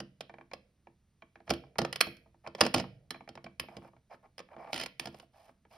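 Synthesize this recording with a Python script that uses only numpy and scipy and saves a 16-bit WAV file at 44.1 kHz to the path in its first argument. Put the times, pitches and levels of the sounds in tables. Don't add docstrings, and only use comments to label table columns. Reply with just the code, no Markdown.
import sys
import numpy as np
from scipy import signal
from scipy.fft import rfft, irfft
from scipy.io import wavfile

SR = 44100
rng = np.random.default_rng(int(sys.argv[2]) if len(sys.argv) > 2 else 0)


def file_out(sig):
    cols = np.atleast_2d(sig).T
    lim = np.clip(cols, -1, 1)
    pcm = np.round(lim * 32767).astype(np.int16)
    wavfile.write(sys.argv[1], SR, pcm)


N = 254456

# time in seconds, strength in dB, hardness 0-1, part passed to the housing in dB.
NEEDLE_CLICKS = [(.002, -43.5, 0.51, 0.5), (0.2069, -42.5, .4, -13.5), (.534, -43, 0.27, -14),
                 (1.494, -42, 0.4, 4.5), (1.506, -29, 0.17, -3.5), (1.536, -48, 0.83, -28),
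                 (1.7872, -28.5, 0.18, -7), (1.816, -37.5, 0.23, 3), (1.848, -36, 0.13, -16),
                 (1.927, -41, 0.88, -16), (1.958, -41, 0.79, -23), (2.009, -25.5, 1, -23.5),
                 (2.069, -48.5, 0, 5), (2.167, -69.5, 1, 3), (2.473, -45.5, 0.02, -8.5),
                 (2.549, -44.5, 0.2, -8.5), (2.611, -20.5, 0.52, -9.5), (2.6636, -32.5, 0.4, -12),
                 (2.744, -26, 0.4, -3.5), (3.106, -42, 0.89, -8), (3.289, -49.5, 0.33, -3.5),
                 (3.353, -54, 0.3, -1.5), (3.442, -51.5, .35, -1), (3.5967, -39.5, 0.99, -8.5),
                 (3.767, -49.5, 0.3, 3.5), (4.38, -50, 0.64, -15.5), (4.391, -50, 0.53, -23),
                 (4.401, -50.5, 0, -8), (4.7298, -35.5, 0.5, -8.5), (4.86, -44.5, 0.76, -20.5),
                 (4.9959, -40.5, 0.96, -10), (5.056, -45.5, 0.67, -1), (5.071, -45.5, 0.23, -6.5),
                 (5.144, -54, 0, -10), (5.198, -56, 0.55, -16)]
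# start and end in seconds, strength in dB, hardness 0-1, part passed to the housing in dB.
RING_RATTLES = [(2.616, 2.655, -37.5, 0.33, -4.5), (2.762, 2.815, -38.5, .3, -2.5),
                (4.742, 4.838, -43.5, 0.77, -11.5)]
# time in seconds, strength in dB, tension 0-1.
YARN_SLIPS = [(0.2952, -44, 0.4), (0.3391, -45, 0.4), (0.3838, -46, 0.31), (0.4105, -48, .35),
              (0.5133, -44, 0.47), (0.87, -50, 0.22), (1.2213, -45.5, .45), (1.3559, -47, .42),
              (1.4027, -53, .2), (1.477, -43, .35), (1.6372, -53.5, .12), (1.756, -47, .33),
              (2.0086, -28.5, 0.94), (2.26, -64, 0), (2.344, -63.5, .05), (2.464, -39, .42),
              (2.8394, -41.5, 0.2), (3.1443, -39, 0.4), (3.158, -47, 0.42), (3.207, -46, 0.23),
              (3.2756, -44.5, 0.3), (3.3747, -42, .32), (3.4631, -40, 0.37), (3.6367, -52, 0),
              (3.685, -44, 0.24), (3.8473, -50, 0.15), (3.9331, -62.5, 0), (3.964, -60, 0.29),
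              (4.4867, -56.5, 0.34), (4.5646, -46.5, .05), (5.226, -59, 0), (5.4926, -55.5, 0.2),
              (5.651, -57.5, .3)]
# start and end in seconds, drag in dB, tension 0-1.
YARN_PULLS = [(1.473, 1.519, -54.5, 0.47), (2.442, 2.472, -55.5, 0.14), (2.584, 2.675, -46.5, 0.56),
              (2.759, 2.812, -46.5, 1), (3.686, 3.792, -57.5, 0.26), (3.813, 3.893, -61, 0.33),
              (4.104, 4.152, -52, 0.27), (4.231, 4.265, -60, 0.1), (4.506, 4.55, -55, 0),
              (4.582, 4.711, -50, 0.1), (4.729, 4.837, -50.5, .95), (5.012, 5.091, -58, 0.7),
              (5.12, 5.245, -68.5, 0.67), (5.335, 5.505, -64.5, .5), (5.709, 5.77, -60, 0.63)]
# frequency in Hz, relative level in dB, T60 in seconds.
HOUSING_MODES = [(137, -5, .32), (190, -10, 0.46), (202.5, -1.5, 0.24), (255.8, -1, 0.32),
                 (291.6, -5.5, 0.38), (339.3, -1, 0.22), (454.8, -3.5, 0.21), (574, -4, 0.085)]
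# frequency in Hz, relative level in dB.
THUD_SPECTRUM = [(25, -34.5), (55, -5), (110, -1), (170, 3), (260, -0.5), (400, -10.5), (700, -14),
                 (2000, -66.5)]
PLASTIC_SPECTRUM = [(300, -9.5), (450, -2), (700, 2), (1000, -7.5), (1500, -12), (1900, -12.5),
                    (2600, -11.5), (3800, -15), (5000, -10.5), (6500, -19), (9000, -13), (16000, -31)]
EDGE_SPECTRUM = [(6500, -23.5), (7500, -33.5), (8600, -7), (9700, -5), (11200, -9), (12500, -9.5),
                 (13600, -22), (15200, -13.5), (16500, -28)]
PEG_SPECTRUM = [(250, -8), (500, -1), (650, -0.5), (820, 1.5), (1200, -7), (1500, -12.5), (2300, -16),
                (3400, -28), (5500, -36), (8000, -37.5), (16000, -49)]
# centre and width in Hz, lift in dB.
PLASTIC_PEAKS = [(1400, 25, 5), (1760, 43, 5), (1935, 440, 2.5), (2384, 220, 3), (2537, 47, 3),
                 (3095, 400, 6.5), (4270, 110, 2), (4970, 170, 5), (5230, 190, 4.5)]
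PEG_PEAKS = [(666, 110, 8), (848, 130, 4), (1130, 260, 0.5), (1740, 200, 2), (2330, 200, 9),
             (3160, 69, 7.5)]
# frequency in Hz, gain in dB.
WOOL_SPECTRUM = [(800, -12), (2500, 3), (5400, -2), (6300, -3.5), (9000, 0), (11500, -1), (13000, 1),
                 (15300, -6.5), (17000, -26.5)]
SCATTER_SPECTRUM = [(300, -24), (1000, -16.5), (2000, -11), (4500, -11.5), (8000, -15.5)]
AIR_SPECTRUM = [(25, -6), (53, -0.5), (80, -2.5), (120, -4.5), (200, -8.5), (500, -27.5), (1000, -30),
                (2000, -32), (3000, -34), (5000, -35.5), (10000, -38.5), (16000, -51)]
# frequency in Hz, level in dB, T60 in seconds.
ROOM_BANDS = [(124, -12, 1), (239, -4.5, 0.12), (493, -14, 0.58), (990.5, -8.5, 0.16), (2050, -13, 0.36),
              (3840, -13.5, 0.3), (7800, -16, 0.053), (12000, -17.5, 0.33)]
# frequency in Hz, left minus right in dB.
PORT_BALANCE = [(100, -1.75), (250, -3), (650, -6.5), (850, 0), (1100, 7), (2000, -1.5), (2500, -3),
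                (3100, -3), (4400, -7), (5000, 1.55), (16000, -1)]
# frequency in Hz, lead of the left in radians.
PORT_LEAD = [(1500, 0), (3200, .6), (4700, 0), (5500, .4), (7400, 3.1), (9800, 6.1), (11500, 6.8),
             (12800, 9), (14000, 9.7), (16000, 11.6)]

KNOCK_HZ, SNAP_HZ, EDGE_HZ, DRAG_HZ = (300, 1400), (1400, 6800), (6800, 18000), (450, 2700)
KNOCK_DB, SNAP_DB, EDGE_DB = (4, -6.5), (-5, 5.5), (-28.5, -4)
PEG_KNOCK_DB, PEG_SNAP_DB, PEG_HOUSING_DB = (-0.5, -21.5), (-16, 0.5), (-8.5, -32.5)
CREAK_DB, HISS_DB = (-29, 5), (-66, -43.5)


def needles():
    times_s, db, hardness, passed_db = np.transpose(NEEDLE_CLICKS + releases() + chatter())
    hum = housing(times_s, db + passed_db - 4)
    thud = blows(times_s, db + passed_db - 6, colour(THUD_SPECTRUM),
                 rise_s=0.00087, t60_s=0.16, level_samples=1323)
    knock = blows(times_s, db + between(KNOCK_DB, hardness),
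                  colour(PLASTIC_SPECTRUM, KNOCK_HZ, PLASTIC_PEAKS), rise_s=0.000097, t60_s=0.029)
    snap = blows(times_s, db + between(SNAP_DB, hardness),
                 colour(PLASTIC_SPECTRUM, SNAP_HZ, PLASTIC_PEAKS), rise_s=0.0027, t60_s=0.016)
    edge = blows(times_s, db + between(EDGE_DB, hardness),
                 colour(EDGE_SPECTRUM, EDGE_HZ), rise_s=0.00095, t60_s=0.019)
    return hum + thud + knock + snap + edge


def releases(heavy_db=-32.5, lead_s=0.0035, offset_db=-8.5, hardness=0.9):
    return [(time_s - lead_s, db + offset_db, hardness, passed_db)
            for time_s, db, _, passed_db in NEEDLE_CLICKS if db > heavy_db]


def chatter(gap_s=0.018, jitter_s=0.002, spread_db=0.7, max_hits=8):
    clicks = []
    for start_s, end_s, db, hardness, passed_db in RING_RATTLES:
        deviations = rng.standard_normal((max_hits, 2))
        for time_s, (late, louder) in zip(np.arange(start_s, end_s, gap_s), deviations):
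            clicks.append((time_s + jitter_s * late, db + spread_db * louder, hardness, passed_db))
    return clicks


def housing(times_s, levels_db, rise_s=0.002, spread_db=2):
    t = np.arange(SR // 2) / SR
    swell = 1 - np.exp(-t / rise_s)
    modes = np.array([undb(db) * np.sin(2 * np.pi * hz * t) * decay(t, t60_s)
                      for hz, db, t60_s in HOUSING_MODES])
    weights = undb(spread_db * rng.standard_normal((len(times_s), len(modes))))
    return place(times_s, levels_db, swell * (weights @ modes), level_samples=1323)


def pegs():
    times_s, db, tension = np.transpose(YARN_SLIPS + hops())
    knock = blows(times_s, db + between(PEG_KNOCK_DB, tension),
                  colour(PEG_SPECTRUM, KNOCK_HZ, PEG_PEAKS), rise_s=0.00046, t60_s=0.03)
    snap = blows(times_s, db + between(PEG_SNAP_DB, tension),
                 colour(PEG_SPECTRUM, SNAP_HZ, PEG_PEAKS), rise_s=0.0004, t60_s=0.027)
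    return knock + snap + housing(times_s, db + between(PEG_HOUSING_DB, tension))


def hops(per_pull=2, offset_db=-2, spread_db=3.5, tension=0.3):
    return [(rng.uniform(start_s, end_s), rng.normal(db + offset_db, spread_db), tension)
            for start_s, end_s, db, _ in YARN_PULLS for _ in range(per_pull)]


def yarn(hiss_db_per_drag_db=0.34):
    _, _, drag_db, tension = np.transpose(YARN_PULLS)
    creak_db = drag_db + between(CREAK_DB, tension)
    hiss_db = hiss_db_per_drag_db * drag_db + between(HISS_DB, tension)
    drag = pull_envelope(drag_db, fade_s=0.014) * stick_slip(per_s=1200, spread_db=2, decay_s=0.002)
    creak = pull_envelope(creak_db, fade_s=0.012) * stick_slip(per_s=1000, spread_db=3, decay_s=0.0014)
    hiss = pull_envelope(hiss_db, fade_s=0.06) * stick_slip(per_s=2100, spread_db=6, decay_s=0.00069)
    return (noise(drag, colour(PEG_SPECTRUM, DRAG_HZ, PEG_PEAKS))
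            + noise(creak, colour(PLASTIC_SPECTRUM, SNAP_HZ, PLASTIC_PEAKS))
            + noise(hiss, colour(WOOL_SPECTRUM)))


def pull_envelope(levels_db, fade_s):
    t = np.arange(N) / SR
    return sum(undb(db) * np.clip(np.minimum(t - start_s, end_s - t) / fade_s + 0.5, 0, 1)
               for (start_s, end_s, _, _), db in zip(YARN_PULLS, levels_db))


def stick_slip(per_s, spread_db, decay_s):
    impulses = (rng.random(N) < per_s / SR) * undb(spread_db * rng.standard_normal(N)) ** 2
    power = signal.lfilter([1], [1, -np.exp(-1 / (decay_s * SR))], impulses)
    return np.sqrt(power / power.mean())


def ring_scatter(dry, samples=96):
    paths = rng.standard_normal(samples)
    response = np.convolve(paths / np.linalg.norm(paths), colour(SCATTER_SPECTRUM))
    side = signal.fftconvolve(dry, response)[:N]
    return np.array([side, -side])


def room(dry, delay_s=0.004, rise_s=0.0023, samples=2 ** 15):
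    t, f = np.arange(samples) / SR, bins_hz(samples)
    centres_hz, levels_db, t60s_s = np.transpose(ROOM_BANDS)
    mid, side = rfft(rng.standard_normal((2, samples)))
    width = along([(150, 0.12), (800, 0.26), (3000, 1.0), (6000, 0.14)], f)
    walls = np.array([mid + width * side, mid - width * side])
    onset = np.clip((t - delay_s) / rise_s, 0, 1)
    response = 0
    for selector, db, t60_s in zip(np.eye(len(centres_hz)), levels_db, t60s_s):
        band = irfft(walls * np.interp(np.log(f), np.log(centres_hz), selector))
        envelope = onset * decay(t, t60_s)
        response = response + band * undb(db) * envelope / np.linalg.norm(envelope)
    return signal.fftconvolve(dry[None], response, axes=1)[:, :N]


def air(level_db=-71.5):
    return noise(undb(level_db), colour(AIR_SPECTRUM))


def blows(times_s, levels_db, response, rise_s, t60_s, level_samples=441, samples=4096):
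    t = np.arange(samples) / SR
    envelope = (1 - np.exp(-t / rise_s)) * decay(t, t60_s)
    excitation = rng.standard_normal((len(times_s), samples)) * envelope
    bursts = signal.fftconvolve(excitation, response[None], axes=1)
    return place(times_s, levels_db, bursts, level_samples)


def place(times_s, levels_db, sounds, level_samples):
    out = np.zeros(N)
    for time_s, db, sound in zip(times_s, levels_db, sounds):
        rms = np.sqrt(np.mean(sound[:level_samples] ** 2))
        start = max(int(time_s * SR), 0)
        part = sound[:max(N - start, 0)]
        out[start:start + len(part)] += part * undb(db) / rms
    return out


def noise(envelope, response):
    return signal.fftconvolve(envelope * rng.standard_normal(N), response / np.linalg.norm(response))[:N]


def colour(spectrum, band_hz=(30, 18000), peaks=(), samples=2048):
    f = bins_hz(samples)
    peaks_db = sum(lift_db / (1 + (2 * (f - hz) / width_hz) ** 2) for hz, width_hz, lift_db in peaks)
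    rolloff = np.sqrt((1 + (band_hz[0] / f) ** 8) * (1 + (f / band_hz[1]) ** 12))
    gain = undb(along(spectrum, f) + peaks_db) / rolloff
    cepstrum = irfft(np.log(gain + 1e-5))[:samples // 2]
    cepstrum[1:] *= 2
    return irfft(np.exp(rfft(cepstrum, samples)))


def along(points, f):
    hz, value = np.transpose(points)
    return np.interp(np.log(f), np.log(hz), value)


def between(ends_db, share):
    return ends_db[0] + (ends_db[1] - ends_db[0]) * np.clip(share, 0, 1)


def bins_hz(samples):
    return np.maximum(np.fft.rfftfreq(samples, 1 / SR), 1)


def decay(t, t60_s):
    return np.exp(-np.log(1000) * t / t60_s)


def undb(db):
    return 10 ** (np.asarray(db) / 20)


def scene():
    machine = needles() + pegs() + yarn()
    return machine + ring_scatter(machine) + room(machine) + air()


def record(dry, cutoff_hz=16550, fft_samples=2 ** 18):
    f = bins_hz(fft_samples)
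    tilt = undb(along(PORT_BALANCE, f) / 2)
    ports = np.array([tilt * np.exp(1j * along(PORT_LEAD, f)), 1 / tilt])
    heard = irfft(rfft(dry, fft_samples) * ports)[:, :N]
    return signal.sosfilt(signal.ellip(8, 0.2, 70, cutoff_hz, fs=SR, output="sos"), heard)


dry = scene()
out = record(dry)
file_out(out)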